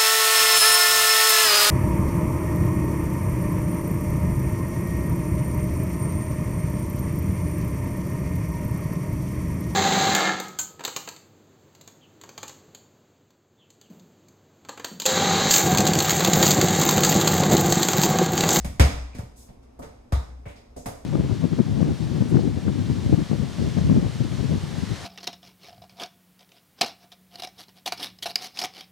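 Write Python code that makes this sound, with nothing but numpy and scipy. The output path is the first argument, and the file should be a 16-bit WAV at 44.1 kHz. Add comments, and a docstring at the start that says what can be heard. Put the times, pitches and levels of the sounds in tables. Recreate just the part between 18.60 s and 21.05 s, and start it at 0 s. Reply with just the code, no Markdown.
"""Volleyball in a living room

The ball is dribbled on the floor, caught, tossed, bumped off a knee and caught again.
Each contact gives a slap, a thump that sags in pitch and a ring of the air in the ball; heavy ones
wake the room's boom. Palms and clothes rub on the cover; an appliance hums in the background."""
import sys
import numpy as np
from scipy import signal
from scipy.fft import rfft, irfft, next_fast_len
from scipy.io import wavfile

SR = 44100
rng = np.random.default_rng(int(sys.argv[2]) if len(sys.argv) > 2 else 0)


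def unload_audio(sound):
    """Save the sound as a 16-bit wav file, at the path given as the first command line argument."""
    columns = np.transpose(np.atleast_2d(sound))
    # keep every value between -1 and 1, then stretch to whole-number steps
    steps = np.round(np.clip(columns, -1, 1) * 32767)
    wavfile.write(sys.argv[1], SR, steps.astype(np.int16))


N = 108045

# Frequencies in Hz of a contact's seven slap levels.
SLAP_BANDS_HZ = [200, 420, 750, 1250, 2300, 4600, 10000]


def amp(db):
    return 10 ** (np.asarray(db) / 20)


def unit_rms(x):
    return x / np.sqrt(np.mean(x ** 2) + 1e-20)


def curve_at(points, hz):
    """Interpolate (Hz, value) points on a log frequency axis."""
    points_hz, values = np.transpose(points)
    return np.interp(np.log(hz + 1), np.log(points_hz + 1), values)


def mix_in(out, start_s, x):
    """Add x to out from start_s on, cropped to the scene."""
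    i = round(start_s * SR)
    x = x[..., max(-i, 0):N - i]
    out[:, max(i, 0):max(i, 0) + x.shape[-1]] += x


def room_noise(gain, size):
    """Stereo noise shaped by gain(hz): alike on both sides in the bass, partly alike above."""
    # Each row: frequency in Hz, left-right correlation.
    likeness = [(60, 1), (130, 0.9), (240, 0.92), (380, 0.18), (800, 0.3), (3000, 0.36), (7500, 0.55),
                (9000, .3), (11000, 0.697), (13000, 0.95), (15000, 1)]
    # Each row: frequency in Hz, lag of the left channel in seconds.
    left_lag = [(180, 0), (450, .001), (1100, .0009), (2350, .00085), (5150, .000777), (9000, .000745),
                (11200, .000714), (14600, .000685)]
    hz = np.fft.rfftfreq(size, 1 / SR)
    angle = np.arccos(np.clip(curve_at(likeness, hz), -1, 1)) / 2
    mid, side = rfft(rng.standard_normal((2, size))) * gain(hz) * [np.cos(angle), np.sin(angle)]
    left = (mid + side) * np.exp(-2j * np.pi * hz * curve_at(left_lag, hz))
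    return irfft(np.array([left, mid - side]), size)


def background():
    """An appliance motor hums over the room's soft rush."""
    # Each row: frequency in Hz, rms level in dB.
    hum_tones = [(59.2, -57), (118.4, -64), (236.9, -66.5)]
    # Each row: frequency in Hz, relative level in dB.
    rush_spectrum = [(12, -13), (20, -7.5), (65, -0.5), (163, -24), (248, -8.5), (337, -14.5), (718, -19.5),
                     (1440, -32), (3740, -41), (4420, -42), (5230, -40.5), (14700, -54.5), (16000, -72)]
    rush_db = -53
    t = np.arange(N) / SR
    hum = sum(amp(db) * np.sqrt(2) * np.sin(2 * np.pi * hz * t + rng.uniform(0, 2 * np.pi))
              for hz, db in hum_tones)
    rush = room_noise(lambda hz: amp(curve_at(rush_spectrum, hz)), next_fast_len(N))[:, :N]
    return hum + amp(rush_db) * unit_rms(rush)


def rubs():
    """Skin and cloth brush the cover: short hisses that fade in the room."""
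    # Each row: start, rise and hold in seconds, level in dB, centre in Hz, half-width in octaves.
    # In order: finger squeak, palm slide, shirt (two rows), forearm, shorts.
    strokes = [ (0.53, 0.0037, 0.0042, -56.5, 2410, .1), (0.754, 0.028, 0.047, -54, 7220, 0.77),
               (1.861, 0.034, .02, -55.5, 2200, 0.62), (1.871, .015, 0.011, -61.5, 7600, 0.37),
               (2.173, 0.0067, 0.027, -53.5, 6600, 0.35), (1.534, 0.0069, .005, -47.5, 3850, 0.17), ]
    t60_s = 0.373
    out, t = np.zeros((2, N)), np.arange(SR) / SR
    for start_s, rise_s, hold_s, db, centre_hz, width_oct in strokes:
        envelope = np.minimum(t / rise_s, 1) * amp(-60 * np.maximum(t - rise_s - hold_s, 0) / t60_s)
        hiss = room_noise(lambda hz: 1 / (1 + (np.log2((hz + 1) / centre_hz) / width_oct) ** 2), len(t))
        mix_in(out, start_s, amp(db) * envelope * unit_rms(hiss))
    return out


def boom(t):
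    """The room's lowest standing wave swells as the thump dies, then hangs on."""
    mode_hz, rise_s, t60_s = 62.18, 0.18, 0.68
    swell = 1 - np.exp(-(t / rise_s) ** 4)
    return np.sin(2 * np.pi * mode_hz * t) * swell * amp(-60 * t / t60_s)


def ring(t, slap_spectrum, rise_s):
    """The air in the ball and the room ring as hard as the slap drives them; each tone wavers."""
    # Each row: frequency in Hz, relative level in dB, t60 in seconds.
    modes = [(286.5, -1, 0.66), (445, -8, 0.14), (524, -7.5, .45), (579, 5.5, 0.29), (705, 5.5, 0.32),
             (731, -8, 0.96), (910.4, 1, 0.4), (1025, -9, 0.2), (1136, -2, 0.36), (1226, -7, 0.45),
             (1506, -7, 0.47), (1525, -14.5, 0.13), (1889, -7.5, 0.57), (2250, -8, 0.35)]
    coupling_db, waver_rad = -4, 0.37
    knots_s = np.arange(0, 1, 0.025)
    out = np.zeros((2, len(t)))
    for hz, db, t60_s in modes:
        envelope = amp(coupling_db + db + curve_at(slap_spectrum, hz) - 60 * t / t60_s)
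        for channel in out:
            drift = waver_rad * rng.standard_normal(len(knots_s)).cumsum()
            phase = np.interp(t, knots_s, drift) + rng.uniform(0, 2 * np.pi)
            channel += envelope * np.sin(2 * np.pi * hz * t + phase)
    return out * (1 - np.exp(-t / rise_s))


def tock(t, slap_db):
    """The first touch chirps down as the contact patch widens."""
    start_hz, decay_s, over_mids_db = 3100, 0.001854, 0.5
    fade = np.exp(-t / decay_s)
    envelope = amp(over_mids_db + np.mean(slap_db[2:5])) * 4 * fade * (1 - fade)
    return envelope * np.sin(2 * np.pi * start_hz * decay_s * (1 - fade))


def slap(t, slap_spectrum, rise_s):
    """The cover's smack, thrown back by near walls, then dying in the room."""
    # Colour common to all slaps. Each row: frequency in Hz, gain in dB.
    colour = [(40, -8.5), (110, -1.5), (280, -6.5), (345, -11), (440, 0.5), (700, -2), (900, -5),
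              (1500, -5), (2000, -2), (2600, -5), (3500, -4), (4100, -4.5), (4900, -0.5), (5600, -1.5),
              (7500, 0), (10200, -3.5), (11200, -1.5), (12400, -6), (15000, -5.5)]
    # Each row: frequency in Hz, room t60 in seconds.
    room_t60 = [(100, 0.64), (250, 0.47), (600, 0.65), (1500, 0.61), (3000, 0.61), (5200, 0.66),
                (8000, 0.55), (14000, 0.41)]
    crack_db, crack_s = -3.5, 0.0013
    walls_db, walls_s = 0.5, 0.029

    def gain(hz):
        per_octave = np.sqrt(SR / (2 * np.log(2) * (hz + 20)))
        return amp(curve_at(slap_spectrum, hz) + curve_at(colour, hz)) * per_octave

    hz, age_s, frames = signal.stft(room_noise(gain, len(t)), SR, nperseg=512)
    decay = amp(-60 * age_s / curve_at(room_t60, hz)[:, None])
    burst = signal.istft(frames * decay, SR, nperseg=512)[1][:, :len(t)]
    early_boost = 1 + amp(crack_db) * np.exp(-t / crack_s) + amp(walls_db) * np.exp(-t / walls_s)
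    return burst * early_boost * (1 - np.exp(-t / rise_s))


def thump(t, end_hz, t60_s):
    """The ball flattens and springs back: a low push whose pitch sinks fast."""
    sag_hz, sag_s, rise_s = 604, 0.003653, 0.011
    cycles = end_hz * t + sag_hz * sag_s * (1 - np.exp(-t / sag_s))
    attack = 1 - np.exp(-(t / rise_s) ** 2)
    return -np.cos(2 * np.pi * cycles) * attack * amp(-60 * t / t60_s)


def ball():
    """The ball meets floor, hands and body; the far wall returns the bass of each thump."""
    # Each row: start and slap rise in seconds, seven slap levels in dB, thump level in dB,
    # thump end pitch in Hz, thump t60 and delay in seconds, boom level in dB.
    # In order: floor (tail only), hand, floor, left hand, palm, grip (two rows), toss (two rows),
    # knee, chest (two rows), forearm, catch.
    contacts = [ (-.32, .001, -24, -24, -24, -24, -24, -24, -19, -3, 66, .2, 0, -0.5),
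                (0.0452, 0.0009, -32.5, -47.5, -43, -47.5, -45.5, -48.5, -46, -16, 64.8, 0.13, 0.0039, -45),
                (0.1965, 0.00039, -22, -27.5, -26, -25.5, -25, -29.5, -33.5, 4, 66.8, 0.13, 0.00066, -9),
                (.546, 0.0036, -41, -54, -55.5, -55.5, -54.5, -55.5, -58, -31.5, 240, 0.14, 0, -60),
                (.584, 0.0013, -44, -47.5, -49, -50, -54.5, -57, -56.5, -12.5, 83.2, 0.08, 0.00059, -59),
                (0.885, 0.003, -48.5, -62, -56.5, -69, -67, -68.5, -83, -47, 118, 0.12, 0.0079, -36),
                (1.025, 0.0038, -70, -78, -84, -68, -76, -72.5, -77, -65, 115, 0.044, 0.0038, -46),
                (1.190, 0.0023, -46.5, -44.5, -48.5, -49, -76, -66, -60, -33.5, 244.4, 0.19, 0, -55),
                (1.2202, 0.0058, -44.5, -44.5, -49.5, -47.5, -54, -56, -58.5, -43.5, 73.7, 0.33, 0.0015, -58),
                (1.522, 0.00058, -35, -41.5, -37, -35.5, -46, -46.5, -49, -6.5, 64.7, .19, 0, -15),
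                (1.8553, 0.0045, -47, -45.5, -46.5, -52.5, -47, -65.5, -66.5, -24, 92, 0.097, 0, -72.5),
                (1.956, 0.0089, -68, -56, -67, -62.5, -60.5, -57.5, -68.5, -47, 110, 0.08, 0.0085, -71),
                (2.1627, 0.0028, -47.5, -43, -46, -60.5, -62.5, -59, -56.5, -33, 249, 0.13, 0, -73),
                (2.2579, 0.001, -39.5, -38, -36.5, -41.5, -47, -48, -44, -21, 116.7, .11, 0.00075, -28), ]
    slap_pan, thump_pan = amp([[-0.64], [0.64]]), amp([[0.83], [-0.83]])
    echo_s, echo_db = 0.042, -7
    echo_lowpass = signal.butter(2, 150, fs=SR, output="sos")
    out, t = np.zeros((2, N)), np.arange(SR) / SR
    for start_s, rise_s, *slap_db, thump_db, end_hz, t60_s, delay_s, boom_db in contacts:
        slap_spectrum = list(zip(SLAP_BANDS_HZ, slap_db))
        smack = tock(t, slap_db) + slap(t, slap_spectrum, rise_s) + ring(t, slap_spectrum, rise_s)
        mix_in(out, start_s, smack * slap_pan)
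        push = amp(thump_db) * thump(t, end_hz, t60_s)
        mix_in(out, start_s + delay_s, (push + amp(boom_db) * boom(t)) * thump_pan)
        mix_in(out, start_s + delay_s + echo_s, amp(echo_db) * signal.sosfilt(echo_lowpass, push))
    return out


def scene():
    return ball() + rubs() + background()


def record(dry):
    """Thin the deepest bass and cut the top treble."""
    low_cut_hz, top_hz, taper_hz = 8.9, 15500, 800
    size = next_fast_len(N + SR // 2)
    hz = np.fft.rfftfreq(size, 1 / SR)
    highpass = hz / np.hypot(hz, low_cut_hz)
    lowpass = np.clip((top_hz - hz) / taper_hz + 0.5, 0, 1)
    return irfft(rfft(dry, size) * highpass * lowpass, size)[:, :N]


dry = scene()
out = record(dry)
unload_audio(out)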